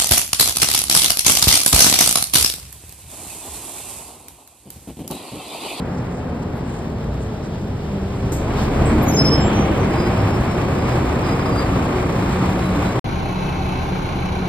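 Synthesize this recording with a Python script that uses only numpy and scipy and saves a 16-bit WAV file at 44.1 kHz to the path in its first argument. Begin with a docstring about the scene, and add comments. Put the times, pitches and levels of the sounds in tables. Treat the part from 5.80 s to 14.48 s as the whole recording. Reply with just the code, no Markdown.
"""A diesel coach rolls slowly past, close by, in an open lot. Engine and fan wind down; tyres rustle on grit.
From 2.3 s the throttle is blipped twice, an air valve puffs and the engine bay draws level.
From 3.2 s the brakes stick and slip, squealing and scraping, while the engine settles to idle.
At 7.2 s, after a brief silence, the idle is heard from in front of the parked coach, with a thin whistle."""
import sys
import numpy as np
from scipy import signal
from scipy.fft import irfft, next_fast_len
from scipy.io import wavfile
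from scipy.ndimage import uniform_filter1d

SR = 44100
rng = np.random.default_rng(int(sys.argv[2]) if len(sys.argv) > 2 else 0)


def wrap_up_sound(samples):
    """Save the sound to the file named by the first command line argument, as 16-bit audio."""
    columns = np.atleast_2d(samples).T
    # keep every value between -1 and 1, then stretch to whole-number steps
    tamed = np.clip(columns, -1, 1)
    steps = np.round(tamed * 32767).astype(np.int16)
    wavfile.write(sys.argv[1], SR, steps)


N = 382788
TIME = np.arange(N) / SR
IDLE_HZ, CUTOFF_HZ = 30.04, 14200
SIDE_LAG_S, FRONT_LAG_S = 0.0002457, -0.000178  # direct treble, right behind left

# Band edges in Hz of the four engine layers: boom, roar, clatter, hiss.
LAYER_EDGES_HZ = (42, 180, 700, 2800, 15000)
# At the flank and in front. Each row: frequency in Hz, left over right in dB.
BODY_BALANCE = [(200, 0.19), (670, 1.1), (2240, 0.24), (4090, 1.5)]


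def passing_engine(rate_hz, throb_db, firings, ticks):
    """The engine, screened by the flank, then open at the bay, swells under load and draws off."""
    # Spectra. Each row: frequency in Hz, relative density in dB.
    flank_low = [(21, -45), (35, -18), (59, -2), (110, 0), (140, 1.5), (178, -3.5), (236, -6.5), (260, -4),
                 (279, -9.5), (431, -11), (469, -12.5), (694, -15.5), (1000, -15), (1300, -52),
                 (2200, -120)]
    flank_clatter = [(290, -30), (500, -9), (646, -7.5), (848, -6), (921, -8), (1430, -14), (1860, -17.5),
                     (3600, -35.5), (4680, -59), (7920, -120)]
    flank_hiss = [(2500, 4.5), (4200, -2.5), (5000, -4), (7000, -9), (10000, -17), (13000, -17.5),
                  (14500, -15)]
    bay_low = [(21, -38), (35, -6), (52, 0), (103, 3), (135, 4), (161, 0), (188, -1.5), (245, -3),
               (285, -3), (335, -5), (365, -5.5), (410, -7.5), (460, -7.5), (540, -10.5), (1000, -14),
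               (1300, -46), (2200, -120)]
    bay_clatter = [(290, -30), (500, 0), (600, -1.5), (762, -5), (914, -5), (1200, -7.5), (1390, -11.5),
                   (2090, -16), (2720, -22.5), (3600, -21.5), (4680, -49), (7920, -120)]
    bay_hiss = [(2500, 1.5), (3300, 0), (4100, -1.5), (4900, -4.5), (5500, -6), (7000, -7.5), (9000, -12.5),
                (12000, -16.5), (14000, -15.5)]
    # Each row: frequency in Hz, side over mid in dB.
    width = [(60, -37), (110, -27), (200, -18), (370, -12.5), (670, -5), (1220, -6.5), (1850, -9.5),
             (2500, 6), (3600, 2)]
    # Each row: frequency in Hz, left over right in dB.
    bay_balance = [(200, 0), (370, -1), (670, 2), (1220, 3.5), (2240, -4), (4090, -1)]
    # Each row: multiple of the firing rate, relative level in dB.
    orders = [(1, -2.5), (2, 1.5), (4, -11.5), (4.5, -9.5)]
    arrival_s, approach_db_per_s = 3.053, 11.8
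    before_s, after_s = np.maximum(arrival_s - TIME, 0), np.maximum(TIME - arrival_s, 0)
    pedal_bite, load = swell(2.8, 0.071), swell(3.66, 0.42)
    # Boom, roar, clatter, hiss.
    flank_db = np.array([-27 - 0.2 * TIME + pedal_bite,
                         -28 - 0.96 * TIME + pedal_bite,
                         -37 - 2 * TIME + 10.5 * pedal_bite,
                         -54 + 1.84 * TIME + 10 * pedal_bite]) - 20 * after_s
    bay_db = [-18.5 - approach_db_per_s * before_s - 0.99 * after_s - 0.5 * load,
              -20 - 16.2 * before_s - 0.75 * after_s + 2.5 * load,
              -27.5 - 17.6 * before_s - 0.3 * after_s + 1.05 * load,
              -43.5 - 22 * before_s + 0.22 * after_s - load]
    flank = engine_noise(firings, ticks, flank_db, (flank_low, flank_clatter, flank_hiss), width,
                         BODY_BALANCE, SIDE_LAG_S, knock=0.2, tick_db=-20, flutter_db=0.7)
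    bay = engine_noise(firings, ticks, bay_db, (bay_low, bay_clatter, bay_hiss), width,
                       bay_balance, SIDE_LAG_S, knock=0.42, tick_db=-8, flutter_db=0.95)
    near = from_db(-approach_db_per_s * before_s)
    throb = exhaust(firings, orders, level_db=-41 * (1 - near) - 36.5 * near, blip_db=throb_db)
    return flank + bay + throb + passing_fan(rate_hz, near)


def parked_engine(rate_hz, firings, ticks):
    """Idle from in front: engine, fan, ringing covers, whistle and exhaust."""
    # Spectra. Each row: frequency in Hz, relative density in dB.
    low = [(21, -28), (35, -11), (53, -3), (110, 0), (150, -3), (183, -2.5), (199, -11.5), (211, -9.5),
           (243, -8.5), (291, -9), (369, -11.5), (503, -17), (755, -16), (1000, -9), (1300, -48),
           (2200, -120)]
    clatter = [(290, -44), (500, -11), (707, -1.5), (762, -0.5), (968, -7), (1050, -6), (1150, -11.5),
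               (1550, -9.5), (1810, -18.5), (2250, -10.5), (2670, -16), (3230, -13), (3600, -7),
               (4680, -49), (7920, -120)]
    hiss = [(2000, -6), (2900, 4.5), (3400, -10), (4050, 2), (5000, -11), (6400, -7.5), (7800, -22.5),
            (10000, -15.5), (13000, -20.5), (14500, -17)]
    # Boom, roar, clatter, hiss in dB, before the layer trims.
    levels_db = [-26, -27.5, -33, -44.5]
    # Each row: frequency in Hz, side over mid in dB.
    width = [(60, -32), (110, -18), (200, -13), (370, -6), (670, -5.5), (1220, 3.5), (2240, -9),
             (4090, -11)]
    # Each row: multiple of the firing rate, relative level in dB.
    orders = [(1, 0), (2, -16), (2.5, -2), (4, -2), (5, -1)]
    engine = engine_noise(firings, ticks, levels_db, (low, clatter, hiss), width,
                          BODY_BALANCE, FRONT_LAG_S, knock=0.6, tick_db=-11, flutter_db=0.45)
    blades = fan(rate_hz, [-31, -40.5], waver_db=0.5, wobble=0.004)
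    return engine + blades + cover_rings(firings) + whistle() + exhaust(firings, orders, level_db=-33)


def throttle():
    """Firing rate and extra exhaust throb: blips raise both; the flywheel slows the fall in speed."""
    # Each row: start, top and end in seconds, extra firing rate in Hz, extra throb in dB.
    blips = [(2.28, 3.08, 3.34, 6.8, 15.5), (3.45, 3.622, 4.4, 3.5, 7)]
    rate_hz = np.maximum(41.51 - 4.4 * TIME, IDLE_HZ)
    throb_db = 0
    for start_s, top_s, end_s, extra_hz, extra_db in blips:
        pedal = np.interp(TIME, [start_s, top_s, end_s], [0, 1, 0])
        rate_hz += extra_hz * pedal
        throb_db += extra_db * pedal ** 0.65
    spin_down_hz = 5.2 * TIME
    rate_hz = np.maximum.accumulate(rate_hz + spin_down_hz) - spin_down_hz
    sag_hz = 0.9 * swell(4.6, 0.7)
    return rate_hz - sag_hz, throb_db


def engine_noise(firings, ticks, levels_db, spectra, width, balance, lag_s, knock, tick_db, flutter_db):
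    """Exhaust boom, body roar, combustion clatter and rattling hiss, pulsing with the firings."""
    low_spectrum, clatter_spectrum, hiss_spectrum = spectra
    boom = stereo_noise(low_spectrum, width, balance, LAYER_EDGES_HZ[0:2]) * from_db(-1)
    roar = stereo_noise(low_spectrum, width, balance, LAYER_EDGES_HZ[1:3]) * from_db(-0.5)
    clatter = stereo_noise(clatter_spectrum, width, balance, LAYER_EDGES_HZ[2:4])
    hiss = stereo_hiss(lag_s, hiss_spectrum)
    push = firing_pulses(firings, depth=0.38, decay=0.93)
    burst = firing_pulses(firings, depth=knock, decay=0.17) * from_db(flutter_db * drift(9.3))
    top = signal.sosfiltfilt(signal.butter(2, 7500, "high", fs=SR, output="sos"), hiss)
    hiss += top * (unit_rms(from_db(1.7 * drift(70))) - 1)  # loose parts chatter
    layers = boom * push, roar * push, clatter * burst + from_db(tick_db) * ticks, hiss * burst
    return sum(from_db(db) * layer for db, layer in zip(levels_db, layers))


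def firing_pulses(firings, depth, decay):
    """Envelope of uneven combustion strokes; decay is in firing periods."""
    # Relative strength of each of the six cylinders in dB.
    cylinder_db = [0.99, -.8, 0.56, -0.94, .8, -.4]
    stroke = firings.astype(int)
    stroke_db = np.array(cylinder_db)[stroke % 6] + 2.6 * rng.uniform(-1.3, 1, size=400)[stroke]
    bursts = from_db(stroke_db) * np.exp(-(firings % 1) / decay)
    return unit_rms(1 + depth * uniform_filter1d(bursts, size=220))  # reflections blunt the onset


def exhaust(firings, orders, level_db, blip_db=0):
    """Partials of the firing pulses: a blip lifts the lowest most, the upper ones waver most."""
    partials = 0
    for order, db in orders:
        waver_db = min(order, 3) * 0.33 * drift(2.8)
        phase = 2 * np.pi * (order * firings + rng.random())
        partials += from_db(db + blip_db / np.sqrt(order) + waver_db) * np.sin(phase)
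    return np.sqrt(2) * from_db(level_db) * partials


def valve_ticks(firings):
    """Valves and injectors tap four times a firing, unevenly, and ring the block."""
    # Each row: frequency in Hz, width in Hz, relative level in dB.
    block_modes = [(768, 63, 10), (1050, 97, 1), (1514, 120, -3), (2270, 460, -7)]
    taps = np.diff(np.floor(4 * firings + 0.15 * drift(60)), prepend=0) > 0
    ticks = np.zeros((2, N))
    for hz, width_hz, db in block_modes:
        clicks = np.zeros((2, N))
        clicks[:, taps] = rng.uniform(-1.7, 1, taps.sum()) + 0.5 * rng.uniform(-1.6, 1, (2, taps.sum()))
        ticks += from_db(db) * resonate(clicks + 1e-18, hz, width_hz)
    return unit_rms(ticks)


def booms():
    """The rumble swells briefly around single unsteady pitches."""
    # Each row: middle and half length in seconds, pitch in Hz, level in dB.
    swells = [(.1, 0.63, 176, -33), (1.18, .07, 150, -29.5), (1.38, 0.15, 60.3, -29),
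              (2.5, 0.47, 83.6, -34), (3.18, 0.067, 306, -22), (3.5, .15, 152.2, -22),
              (4.03, 0.05, 94, -22.5), (4.21, 0.13, 349.4, -25), (4.32, 0.033, 125.3, -16.5),
              (4.435, 0.098, 100, -23), (5.143, 0.11, 121.7, -21.5), (5.95, .45, 275, -29),
              (6.977, 0.04, 285, -23.5)]
    return sum(swell(middle_s, half_s) * tone(hz, [db], waver_db=0.5, wobble=0.0309)
               for middle_s, half_s, hz, db in swells)


def bay_growl(air, firings):
    """Every firing strikes a resonance of the receding engine bay."""
    knocking = air * firing_pulses(firings, depth=7.5, decay=0.15)
    return from_db(-33.5) * swell(5.84, 0.86) * noise_band(knocking, hz=1187, width_hz=250)


def cover_rings(firings):
    """Covers and injector pipes ring with the firings."""
    # Each row: frequency in Hz, width in Hz, level in dB.
    modes = [(772, 35, -40.5), (902, 30, -41), (1074, 54, -42), (2290, 90, -45.5), (3950, 170, -51.5)]
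    shaking = stereo_hiss(FRONT_LAG_S) * firing_pulses(firings, depth=2.7, decay=0.15)
    return sum(from_db(db) * noise_band(shaking, hz, width_hz) for hz, width_hz, db in modes)


def fan(rate_hz, partials_db, waver_db, wobble):
    """Blade tone of the cooling fan, geared to the engine."""
    blades_per_firing = 6.14
    return tone(blades_per_firing * rate_hz, partials_db, waver_db, wobble)


def passing_fan(rate_hz, near):
    """The fan grows as the bay nears; single partials stand out as speed and position change."""
    # Each row: partial number, middle and half length in seconds, extra level in dB.
    swells = [(1, .05, 0.2, 2.5), (3, 0.38, 0.63, 10), (2, 1.4, 0.18, 12), (2, 2.27, 0.43, 9),
              (1, 3.15, .15, 8.5), (1, 3.7, 0.2, 10), (2, 5.5, .7, 6.5), (1, 6.7, .3, 7)]
    flank_db, bay_db = [-36.5, -50.5, -52.5], [-32.5, -39.5, -43]
    partials_db = np.outer(flank_db, 1 - near) + np.outer(bay_db, near)
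    for partial, middle_s, half_s, db in swells:
        partials_db[round(partial) - 1] += db * swell(middle_s, half_s)
    return fan(rate_hz, partials_db, waver_db=2.5, wobble=0.008)


def brake_squeals():
    """Pads stick and slip, exciting disc modes; reflections make each side waver on its own."""
    # Each row: start and length in seconds, pitch and slide in Hz, level in dB.
    squeals = [(3.217, 0.045, 13030, 50, -34.5), (3.25, 0.06, 6870, 60, -37), (3.25, 0.13, 13130, 60, -42),
               (3.272, 0.085, 12500, 60, -41), (3.275, 0.052, 6272, 0, -29.5), (3.31, .045, 5245, 5, -34),
               (3.328, .072, 6297, 10, -25), (3.358, .082, 5272, 0, -18), (3.4, .11, 6640, 30, -43),
               (3.44, 0.065, 5274, 0, -18), (3.44, .04, 13190, 0, -46), (3.493, .085, 5268, 0, -18.5),
               (3.565, 0.078, 5269, 0, -26.5), (3.59, 0.125, 7465, 15, -32.5), (3.7, 0.19, 5915, 20, -39),
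               (3.96, 0.11, 5910, 2, -43), (4.085, 0.24, 4998, 0, -39), (4.27, 0.24, 5105, 5, -45),
               (4.48, .11, 5112, 8, -42), (4.63, .22, 5145, 0, -50), (4.93, .26, 5020, -8, -46),
               (5.41, .16, 5005, -30, -37.5), (5.56, 0.08, 4980, 0, -44), (5.645, .075, 4976, 0, -39),
               (5.69, .19, 4840, -115, -41), (5.755, 0.06, 4780, -28, -37), (6.7, 0.3, 11150, 2, -51),
               (6.79, 0.19, 3920, -5, -44), (7.03, 0.12, 3935, -8, -45)]
    attack_share, release_share, octave_db, flutter_db = 0.27, 0.33, -22, 3.8
    wander = 0.0003 * drift(25)
    flicker = 0.6 * drift(45) + 0.8 * np.array([drift(14), drift(14)])
    flutter = unit_rms(from_db(flutter_db * flicker.clip(-3, 1.5)))
    out = np.zeros((2, N))
    for start_s, length_s, hz, slide_hz, db in squeals:
        active = (TIME > start_s) & (TIME < start_s + length_s)
        progress = (TIME[active] - start_s) / length_s
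        ramp = np.minimum(progress / attack_share, (1 - progress) / release_share)
        grip = np.sin(np.pi / 2 * np.minimum(ramp, 1)) ** 2
        cycles = np.cumsum((hz + slide_hz * progress) * (1 + wander[active])) / SR
        phase = 2 * np.pi * np.array([cycles, cycles - hz * SIDE_LAG_S])
        octave = from_db(octave_db) * grip * np.sin(2 * phase) * (2 * hz < CUTOFF_HZ)
        out[:, active] += from_db(db) * grip * flutter[:, active] * (np.sin(phase) + octave)
    return out


def pad_scrape(air):
    """The brake pads scrape as they bite."""
    return from_db(-37) * swell(3.69, 0.28) * noise_band(air, hz=3050, width_hz=800)


def air_valve(air):
    """Compressed air puffs through a narrow port."""
    # Each row: start, rise and decay in seconds, centre and width in Hz, level in dB.
    puffs = [(2.519, 0.003, 0.049, 6950, 4020, -32.5), (2.519, .004, 0.04, 12500, 3000, -38),
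             (3.055, .002, 0.04, 8040, 900, -35.5)]
    out = np.zeros((2, N))
    for start_s, rise_s, decay_s, hz, width_hz, db in puffs:
        age_s = np.maximum(TIME - start_s, 0)
        flow = np.minimum(age_s / rise_s, 1) * np.exp(-np.maximum(age_s - rise_s, 0) / decay_s)
        out += from_db(db) * flow * noise_band(air, hz, width_hz)
    return out


def tyre_grit(air):
    """Tyres rub on grit in grainy rustles."""
    # Each row: middle and half length in seconds, centre in Hz, level in dB.
    rubs = [(.17, 0.045, 5200, -51), (.36, 0.059, 6000, -54), (0.632, 0.006, 5400, -48),
            (.77, .025, 11000, -56), (0.936, 0.099, 7300, -53.5), (.99, .004, 6500, -47),
            (1.428, 0.029, 7000, -53), (1.652, 0.02, 5400, -47), (1.81, .04, 6000, -58),
            (2.38, .035, 7500, -55), (2.93, .01, 7500, -49)]
    rustle = sum(from_db(db) * swell(middle_s, half_s) * noise_band(air, hz, width_hz=4400)
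                 for middle_s, half_s, hz, db in rubs)
    grain = unit_rms(from_db(2 * drift(90)))
    return grain * rustle


def whistle():
    """A thin, steady pitch that swells twice."""
    # Each row: start and end in seconds, extra level in dB.
    swells = [(7.4, 8.043, 12.5), (8.41, 8.53, 13)]
    base_db, edge_s = -58, 0.06
    extra_db = sum(db * np.clip(np.minimum(TIME - start_s, end_s - TIME) / edge_s, 0, 1)
                   for start_s, end_s, db in swells)
    return tone(2591, [base_db + extra_db], waver_db=2, wobble=0.0009)


def lot_echo(pair, echo_db=-19, t60_s=0.55):
    """Sound rings on between coaches, differently on each side."""
    age_s = TIME[:SR // 2]
    tail = rng.standard_normal((2, len(age_s))) * from_db(-60 * age_s / t60_s)
    tail /= np.sqrt(np.sum(tail ** 2, axis=1, keepdims=True))
    return pair + from_db(echo_db) * signal.fftconvolve(pair, tail, axes=1)[:, :N]


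def stereo_noise(spectrum, width, balance, edges_hz):
    """A noise band, wider where ground and coach reflect it; mid rms 1."""
    size = next_fast_len(N, real=True)
    hz = np.maximum(np.arange(size // 2 + 1) * SR / size, 1)
    mid, side = white_spectra(len(hz), channels=2) * band_shape(spectrum, hz, edges_hz)
    side *= gain_at(width, hz)
    lean = np.sqrt(gain_at(balance, hz))
    pair = irfft(np.array([(mid + side) * lean, (mid - side) / lean]), size)[:, :N]
    return pair / np.std(pair.mean(axis=0))


def stereo_hiss(lag_s, spectrum=None):
    """Hiss whose direct part reaches the two sides in turn, the rest scattered; mid rms 1."""
    # Each row: frequency in Hz, direct share of the power before the cap.
    direct_share = [(3000, 0.33), (4800, 0.29), (6000, 1), (13000, 1)]
    size = next_fast_len(N, real=True)
    hz = np.arange(size // 2 + 1) * SR / size
    share = np.clip(np.interp(hz, *np.transpose(direct_share)), 0, 0.95)
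    direct, left, right = white_spectra(len(hz), channels=3)
    delayed = direct * np.exp(-2j * np.pi * hz * lag_s)
    both = np.sqrt(share) * np.array([direct, delayed]) + np.sqrt(1 - share) * np.array([left, right])
    if spectrum:
        both *= band_shape(spectrum, hz, LAYER_EDGES_HZ[-2:])
    pair = irfft(both, size)[:, :N]
    return pair / np.std(pair.mean(axis=0))


def white_spectra(size, channels):
    """Spectra of independent white noises."""
    return rng.standard_normal((channels, 2 * size)).view(complex)


def band_shape(spectrum, hz, edges_hz):
    """Gains of a spectrum between two steep edges."""
    hz = np.maximum(hz, 1)
    skirts = (1 + (edges_hz[0] / hz) ** 12) * (1 + (hz / edges_hz[1]) ** 12)
    return gain_at(spectrum, hz) / np.sqrt(skirts)


def gain_at(points, hz):
    """Gains from (Hz, dB) rows, interpolated over log frequency."""
    known_hz, db = np.transpose(points)
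    return from_db(np.interp(np.log(hz), np.log(known_hz), db))


def tone(hz, partials_db, waver_db, wobble):
    """Harmonics wavering in level and pitch; wobble is a fraction of the pitch."""
    phase = 2 * np.pi * np.cumsum(hz * (1 + wobble * drift(7.56))) / SR
    return np.sqrt(2) * sum(from_db(db + waver_db * drift(4.4)) * np.sin(k * phase)
                            for k, db in enumerate(partials_db, 1))


def noise_band(noise, hz, width_hz):
    """Resonant noise, rms 1."""
    return unit_rms(resonate(noise, hz, width_hz))


def resonate(x, hz, width_hz):
    """Two equal resonators in series, each width_hz wide; peak gain 1."""
    r = np.exp(-np.pi * width_hz / SR)
    b = np.array([1, 0, -1]) * (1 - r * r) / 2
    a = [1, -2 * r * np.cos(2 * np.pi * hz / SR), r * r]
    return signal.lfilter(b, a, signal.lfilter(b, a, x))


def drift(rate_hz):
    """Slow random wander, rms 1."""
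    hop, warm_up = 40, 2000
    r = np.exp(-2 * np.pi * rate_hz * hop / SR)
    noise = rng.standard_normal(N // hop + warm_up + 2)
    slow = unit_rms(signal.lfilter([1], [1, -2 * r, r * r], noise)[warm_up:])
    return np.interp(np.arange(N) / hop, np.arange(len(slow)), slow)


def swell(middle_s, half_s):
    """Bell curve, peak 1."""
    return np.exp(-np.minimum(((TIME - middle_s) / half_s) ** 2, 20))


def unit_rms(x):
    """Scale to rms 1."""
    return x / np.sqrt(np.mean(x ** 2) + 1e-20)


def from_db(db):
    """Decibels to gain."""
    return 10 ** (np.asarray(db) / 20)


def scene():
    """Beside the moving coach, a short silence, then in front of it."""
    silence_start_s, silence_end_s = 7.195, 7.243
    rate_hz, throb_db = throttle()
    firings = np.cumsum(rate_hz) / SR
    ticks, air = valve_ticks(firings), stereo_hiss(SIDE_LAG_S)
    beside = passing_engine(rate_hz, throb_db, firings, ticks)
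    beside += lot_echo(brake_squeals()) + pad_scrape(air) + air_valve(air) + tyre_grit(air)
    beside += booms() + bay_growl(air, firings)
    in_front = parked_engine(rate_hz, firings, ticks)
    return beside * (TIME < silence_start_s) + in_front * (TIME > silence_end_s)


def record(dry):
    """Steep low-pass."""
    return signal.sosfilt(signal.ellip(10, 0.1, 80, CUTOFF_HZ, fs=SR, output="sos"), dry)


dry = scene()
out = record(dry)
wrap_up_sound(out)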